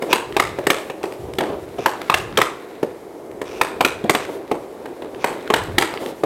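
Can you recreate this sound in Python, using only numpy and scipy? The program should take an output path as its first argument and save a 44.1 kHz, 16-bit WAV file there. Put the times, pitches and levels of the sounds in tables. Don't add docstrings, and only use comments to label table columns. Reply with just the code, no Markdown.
import sys
import numpy as np
from scipy import signal
from scipy.fft import rfft, irfft, next_fast_len
from scipy.io import wavfile
from scipy.ndimage import uniform_filter1d, map_coordinates

SR = 44100
rng = np.random.default_rng(int(sys.argv[2]) if len(sys.argv) > 2 else 0)


def master(y):
    cut = np.clip(np.atleast_2d(y).T, -1, 1)
    pcm = np.round(cut * 32767)
    wavfile.write(sys.argv[1], SR, pcm.astype(np.int16))


N = 275625

# (time [s], strength [dB], hardness [0 flat on the tile to 1 square on the puck],
# free ring [dB], bending mode [Hz], twisting mode [Hz])
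BLOWS = [(0.0218, -14.5, .39, -7, 1010, 2160), (0.1284, -5.5, 0.75, 1, 973, 2610),
         (0.3657, -10, 0.61, 4, 817, 2550), (0.398, -8.5, 0.8, 1.5, 1140, 1920),
         (0.586, -17, .17, 0.5, 910, 1680), (0.6681, -5.5, 0.536, -5.5, 890, 1890),
         (0.7021, -6.5, 0.75, -2, 1185, 2300), (0.899, -18.5, 0.29, 2.5, 780, 1720),
         (1.0377, -16, 0.19, 3, 780, 1850), (1.385, -11.5, 0.53, -3.5, 786, 3350),
         (1.407, -20.5, .85, 5.5, 926, 1600), (1.785, -20.5, 0.044, 3.5, 690, 3100),
         (1.8595, -11, 0.83, 7, 917, 1620), (2.098, -14.5, 0.84, 10, 1105, 2580),
         (2.141, -11.5, 1, 0, 750, 2740), (2.373, -5.5, 0.63, -7.5, 1360, 3200),
         (2.386, -10.5, 0.4, 6, 1110, 2270), (2.4152, -11.5, 0.91, 5, 1298, 1960),
         (2.829, -12, 0.056, -0.5, 865, 1730), (3.4151, -17, 0.4, -3, 980, 1810),
         (3.6127, -8.5, 0.74, 3, 980, 2480), (3.8074, -8, 0.55, 6, 774, 2460),
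         (3.848, -9.5, 0.86, -0.5, 1405, 2490), (4.0401, -17, 0.028, -6, 740, 3330),
         (4.0954, -2, 0.51, -2, 1100, 2050), (4.1491, -11.5, 0.74, 2, 724, 1670),
         (4.514, -12, 0.16, 3.5, 846, 2010), (4.857, -23.5, 0.38, -0.5, 875, 1560),
         (5.021, -24.5, 0.24, 4.5, 715, 3560), (5.2425, -10, 0.57, 4, 950, 2070),
         (5.5015, -10, 0.32, 6, 1094, 2180), (5.5379, -12, 0.99, 3.5, 907, 1660),
         (5.7821, -4.5, .74, -3.5, 820, 1910), (5.8225, -14.5, 0.86, 4, 1320, 1910),
         (6.235, -11, 0.094, 3, 755, 1780)]
# (frequency [Hz], relative density [dB])
EDGE_SPECTRUM = [(2500, -19), (4400, 3), (5600, -0.5), (7200, -1.5), (8300, 0), (9600, -5.5), (11000, -5),
                 (12300, -2), (14000, -11), (16000, -13)]
# (frequency [Hz], relative density [dB])
TAP_SPECTRUM = [(300, 14), (900, 9), (2300, 6), (3700, 0), (5000, -6), (8000, -48), (16000, -39)]
TICK_DB = -18


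def amp(db):
    return 10 ** (np.asarray(db) / 20)


def unit(x):
    return x / np.sqrt(np.mean(x ** 2) + 1e-20)


def unit_onset(x):
    return x / np.sqrt(np.mean(x[:SR // 100] ** 2) + 1e-20)


def along(points, hz):
    f, v = np.transpose(points)
    return np.interp(np.log(hz + 1), np.log(f + 1), v)


def wobble(rate, size=N):
    knots = rng.standard_normal(int(size * rate / SR) + 4)
    return map_coordinates(knots, [np.arange(size) * rate / SR])


def filtered(x, response):
    m = next_fast_len(len(x) + 4096)
    return irfft(rfft(x, m) * response(np.fft.rfftfreq(m, 1 / SR)), m)[:len(x)]


def coloured(x, spectrum):
    low, high = spectrum[0][0], spectrum[-1][0]

    def response(hz):
        skirts = np.minimum(hz / low, 1) ** 2 * np.minimum(high / (hz + 1), 1) ** 4
        return amp(along(spectrum, hz)) * skirts

    return unit(filtered(x, response))


def noise(spectrum, size):
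    return coloured(rng.standard_normal(size), spectrum)


def slips(rate, size):
    return unit(rng.standard_normal(size) * (rng.random(size) < rate / SR))


def held(rows, attack_s, release_s):
    t = np.arange(N) / SR
    gain = np.zeros(N)
    for start, end, db in rows:
        gain += amp(db) * np.interp(t, [start, start + attack_s, end, end + release_s], [0, 1, 1, 0])
    return gain


def contact(t, rise, hold, t60):
    return (1 - np.exp(-t / rise)) * amp(-60 * np.maximum(t - hold, 0) / t60)


def add(track, s, sound):
    i = max(round(s * SR), 0)
    track[i:i + len(sound)] += sound[:max(N - i, 0)]


def hall():
    # (frequency [Hz], relative density [dB])
    rush = [(25, -45), (70, -30), (160, -9.5), (240, -7), (373, 1.5), (600, -6), (900, -9), (1500, -22.5),
            (2150, -21.5), (2800, -36), (5700, -35.5), (11000, -37.5), (12200, -36), (13200, -39.5),
            (15500, -46)]
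    return amp(-39) * noise(rush, N)


def skates():
    # (time [s], glide level [dB], edge level [dB], hiss level [dB])
    skating = [(0.0, -35, -42, -53), (0.19, -30, -42, -51), (0.66, -34.5, -38, -52.5),
               (1.09, -34, -54, -49.5), (1.81, -36.5, -44, -53), (2.02, -31.5, -38.5, -48.5),
               (2.42, -36, -39, -53), (2.91, -39.5, -46.5, -54.5), (3.38, -35.5, -72, -57.5),
               (3.62, -32.5, -43, -49), (4.12, -33, -37.5, -58), (4.37, -32.5, -43.5, -55),
               (4.67, -37, -51.5, -54), (5.15, -32, -48, -54.5), (5.4, -33, -39.5, -51),
               (5.97, -30.5, -37.5, -51), (6.09, -32.5, -45, -53), (6.25, -37, -51, -48)]
    # (start [s], end [s], rumble level [dB])
    strides = [(0.26, 0.62, -41), (1.18, 1.36, -39.5), (1.48, 1.82, -45), (2.12, 2.38, -37),
               (3.29, 3.56, -52), (3.72, 4.04, -49), (5.52, 5.64, -37), (5.66, 5.77, -32)]
    # (start [s], end [s], grind level [dB], hiss level [dB])
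    carves = [(0.0, 0.12, -29, -50), (0.74, 0.843, -35, -48.5), (1.008, 1.28, -39, -59),
              (1.382, 1.55, -28.5, -64), (4.275, 4.337, -32, -46), (5.265, 5.322, -29, -50),
              (5.99, 6.07, -28, -44.5)]
    # (frequency [Hz], relative density [dB])
    rumble_spectrum = [(20, -30), (45, -5), (70, 1), (108, 2.5), (140, -4), (200, -4.5), (350, -51)]
    glide_spectrum = [(100, -46), (220, -16.5), (310, -1.5), (390, 2), (500, -4), (650, -9), (1100, -30)]
    grind_spectrum = [(350, 7), (560, 4.5), (720, 0), (950, -4), (1300, -11.5), (1800, -26), (3000, -20)]
    hiss_spectrum = [(3000, 4.5), (6000, -1), (9000, -0.5), (12300, -1.5), (15500, -7)]
    scrape_spectrum = [(700, -29), (1400, 23.5), (2500, 16.5), (3100, 4.5), (3800, 14.5), (4900, 0.5),
                       (6300, -10), (8300, -29.5), (10300, -38.5), (12300, -2), (15500, -40)]
    load_s, unload_s = 0.02, 0.076
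    rolling_db, glide_offset_db, grind_db = -21.5, -2.5, -8
    hiss_offset_db, scrape_offset_db = -3.5, -7

    s, *columns = np.transpose(skating)
    glide_db, edge_db, hiss_db = [np.interp(np.arange(N) / SR, s, c) for c in columns]
    weight = held(strides, load_s, unload_s) + amp(glide_db + rolling_db)
    lean = held([(start, end, db) for start, end, db, _ in carves], load_s, unload_s)
    shave = held([(start, end, db) for start, end, _, db in carves], load_s, unload_s)

    rumble = weight * amp(0.67 * wobble(25)) * noise(rumble_spectrum, N)
    glide_flicker_db = 1.7 * wobble(35) + 0.5 * wobble(9.8)
    glide = amp(glide_db + glide_offset_db + glide_flicker_db) * noise(glide_spectrum, N)
    grind_gain = np.hypot(lean, amp(glide_db + grind_db))
    grind = grind_gain * amp(3.3 * wobble(60)) * noise(grind_spectrum, N)
    hiss_gain = np.hypot(shave, amp(hiss_db + hiss_offset_db))
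    hiss = hiss_gain * amp(1.6 * wobble(30)) * noise(hiss_spectrum, N)

    grains = coloured(slips(1500, size=N) + .5 * rng.standard_normal(N), scrape_spectrum)
    t = np.arange(SR // 100) / SR
    nicks = rng.random(N) < 50 * amp(edge_db - np.median(edge_db)) / SR
    catches = signal.fftconvolve(nicks.astype(float), np.exp(-t / 0.0011))[:N]
    crunch = unit(catches * noise(TAP_SPECTRUM, N))
    scrape_gain = amp(edge_db + scrape_offset_db + 1.5 * wobble(40))
    scrape = scrape_gain * (grains + amp(-5) * crunch)
    return rumble + glide + grind + hiss + scrape


def blade(hz):
    # (centre [Hz], width [Hz], level [dB])
    resonances = [(1290, 140, 0), (1720, 220, 2), (1874, 42, 4.5), (2170, 300, -1), (2894, 220, 1.5),
                  (3390, 1010, -1), (4070, 1170, -6.5)]
    response = 0
    for k, (centre, width, db) in enumerate(resonances):
        damping = 1j * hz * width
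        response = response + (-1) ** k * amp(db) * damping / (centre * centre - hz * hz + damping)
    return response


def rink(x, wet_db, ceiling_db):
    # (frequency [Hz], time to fall 60 dB [s])
    decay = [(120, 0.58), (400, 0.23), (1000, 0.5), (2800, 0.43), (8000, 0.37), (15000, 0.11)]
    # (frequency [Hz], relative level [dB])
    echo_colour = [(20, -34), (50, -12), (120, -4.5), (220, -10.5), (380, 2), (900, -4), (2000, -6),
                   (4000, -6.5), (7000, -3), (8300, 0), (10000, -1), (12300, 0.5), (15000, -2)]
    build_s = 0.016
    ceiling_s = 0.014
    size = 2 ** 15
    t, hz = np.arange(size) / SR, np.fft.rfftfreq(size, 1 / SR)

    power = uniform_filter1d(np.abs(rfft(x, size)) ** 2, size=160)
    colour = np.sqrt(np.abs(power))
    wash = irfft(rfft(rng.standard_normal(size)) * colour * amp(along(echo_colour, hz)), size)
    band_hz, frame_s, z = signal.stft(wash, SR, nperseg=256)
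    t60 = along(decay, band_hz)
    tail = signal.istft(z * amp(-60 * frame_s / t60[:, None]), SR, nperseg=256)[1][:size]
    tail = tail / np.sqrt(SR * t60.mean() / (2 * np.log(1000)))
    panes = amp(6.2 * wobble(255, size=size) * np.exp(-t / 0.057))
    out = amp(wet_db) * tail * panes * (1 - np.exp(-(t / build_s) ** 2))

    late = int(ceiling_s * rng.uniform(.85, 1.15) * SR)
    out[late:late + len(x)] += amp(ceiling_db) * filtered(x, lambda f: f / (f + 4500))
    out[:len(x)] += x
    return out


def hits():
    # (frequency [Hz], relative density [dB])
    thud_spectrum = [(30, -51), (70, -24), (150, -9.5), (240, -5), (350, -2.5), (520, -1.5), (700, -6.5),
                     (1200, -33)]
    # (frequency [Hz], relative density [dB])
    knock_spectrum = [(350, -1.5), (600, -5.5), (850, 0), (1200, -2), (1500, -14), (2500, -11)]
    # (time [s], echo level [dB])
    echo = [(4.2, -4.5), (4.8, -2.4)]
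    # (dB when soft, dB gained at full hardness)
    thud_law, ring_law, crack_law, snap_law = (-.5, -14.5), (-13, 8.9), (-22.5, 22.23), (-29, 17.04)
    snap_grows, usual_db = .25, -13.5
    tile_hz, tile_scatter = 418, 0.047
    tile_sag = 0.24

    out, t = np.zeros(N), np.arange(SR // 12) / SR
    for s, db, hardness, free_db, ring_hz, crack_hz in BLOWS:
        laws = (thud_law, ring_law, crack_law, snap_law)
        thud_db, ring_db, crack_db, snap_db = [db + soft + gain * hardness for soft, gain in laws]
        ring_db += free_db
        snap_db += snap_grows * (db - usual_db)

        thud_hz = tile_hz * (1 - tile_sag * hardness ** 2) * np.exp(tile_scatter * rng.standard_normal())
        tile = np.sin(2 * np.pi * thud_hz * t) * contact(t, rise=0.0016, hold=0.0022, t60=0.034)
        floor = noise(thud_spectrum, len(t)) * contact(t, rise=0.0031, hold=0.0047, t60=0.062)
        thud = unit_onset(unit_onset(tile) + 0.9 * unit_onset(floor))

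        bend = np.sin(2 * np.pi * ring_hz * t) * contact(t, rise=0.00015, hold=0.00043, t60=0.034)
        rap = noise(knock_spectrum, len(t)) * contact(t, rise=0.00014, hold=0.00057, t60=0.054)
        ring = unit_onset(unit_onset(bend) + 0.93 * unit_onset(rap))

        twist = np.sin(2 * np.pi * crack_hz * t) * contact(t, rise=0.00039, hold=0.00061, t60=0.017)
        scuff = rng.standard_normal(len(t)) * contact(t, rise=0.00013, hold=0.0033, t60=0.023)
        scuff = filtered(scuff, lambda hz: blade(hz) / (1 + (hz / (2.67 * crack_hz)) ** 4))
        crack = unit_onset(unit_onset(scuff) + 0.82 * unit_onset(twist))

        chatter = coloured(slips(9000, size=len(t)), EDGE_SPECTRUM)
        snap = unit_onset(chatter * contact(t, rise=0.0026, hold=0.0022, t60=0.024))

        knock = amp(thud_db) * thud + amp(ring_db) * ring + amp(crack_db) * crack + amp(snap_db) * snap
        wet_db = np.interp(s, *np.transpose(echo))
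        add(out, s, rink(knock, wet_db, ceiling_db=-14))
    return out


def drags():
    # (start [s], end [s], level [dB])
    strokes = [(0.085, 0.125, -29), (1.773, 1.85, -38), (3.44, 3.6, -40.5), (4.18, 4.25, -38.5),
               (5.185, 5.24, -40)]
    # (frequency [Hz], relative density [dB])
    rasp_spectrum = [(1200, 0), (2000, -10), (2420, 2), (2750, -3), (3100, -9), (3500, -6), (4100, -14),
                     (4700, -14), (5500, -9), (6400, -13), (7400, -21), (15000, -32)]
    pressure = held(strokes, attack_s=0.033, release_s=.025)
    return pressure * amp(1.2 * wobble(90)) * coloured(slips(2800, size=N), rasp_spectrum)


def bounces(count):
    puck_hardness = .55
    first_s, shrink = 0.034, .75
    first_db, loss_db = -5.5, 4
    rows, k = [], np.arange(count)
    for s, db, hardness, *_ in BLOWS:
        flights = first_s * shrink ** k * np.exp(.2 * rng.standard_normal(count))
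        if hardness > puck_hardness:
            for delay, loss in zip(np.cumsum(flights), loss_db * k):
                rows.append((s + delay, db + first_db - loss, TICK_DB))
    return rows


def strays():
    rows = []
    for _ in range(12):
        strength_db = -32 + 2.5 * rng.standard_normal()
        rows.append((rng.uniform(0, N / SR), strength_db, TICK_DB))
    return rows


def taps():
    # (time [s], strength [dB], tick against the strength [dB])
    single_taps = [(0.324, -18, -23), (1.031, -18, -15), (1.123, -19.5, -20), (1.336, -20.5, -13),
                   (1.4362, -13.5, -28), (2.016, -12, -20), (2.184, -19.5, -7), (2.3253, -23, -33),
                   (2.4279, -8.5, -17), (3.314, -30.5, -16), (4.1063, -13, -4), (4.2503, -17, -19),
                   (5.1467, -19, -30), (5.3388, -18, -28), (5.425, -33.5, -9), (5.4758, -14.5, -25),
                   (5.6368, -25, -7), (5.9387, -11.5, -24), (5.974, -13, -30), (6.0608, -15.5, -19)]
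    out, t = np.zeros(N), np.arange(SR // 20) / SR
    for s, db, tick_db in single_taps + bounces(count=3) + strays():
        body = unit_onset(noise(TAP_SPECTRUM, len(t)) * contact(t, rise=0.00037, hold=0.0015, t60=0.0074))
        tick = unit_onset(noise(EDGE_SPECTRUM, len(t)) * contact(t, rise=0.00064, hold=0.0022, t60=0.0074))
        tap = amp(db - 15.5) * body + amp(db + tick_db - 9.5) * tick
        add(out, s, rink(tap, wet_db=-1, ceiling_db=-16.5))
    return out


def scene():
    return (hall() + skates() + hits() + drags() + taps())[None]


def record(dry):
    knee, top_hz, bass_hz = 8, 16000, 22
    squashed = dry[0] / (1 + np.abs(dry[0]) ** knee) ** (1 / knee)
    return filtered(squashed, lambda hz: (hz < top_hz) * hz ** 2 / (hz ** 2 + bass_hz ** 2))[None]


dry = scene()
out = record(dry)
master(out)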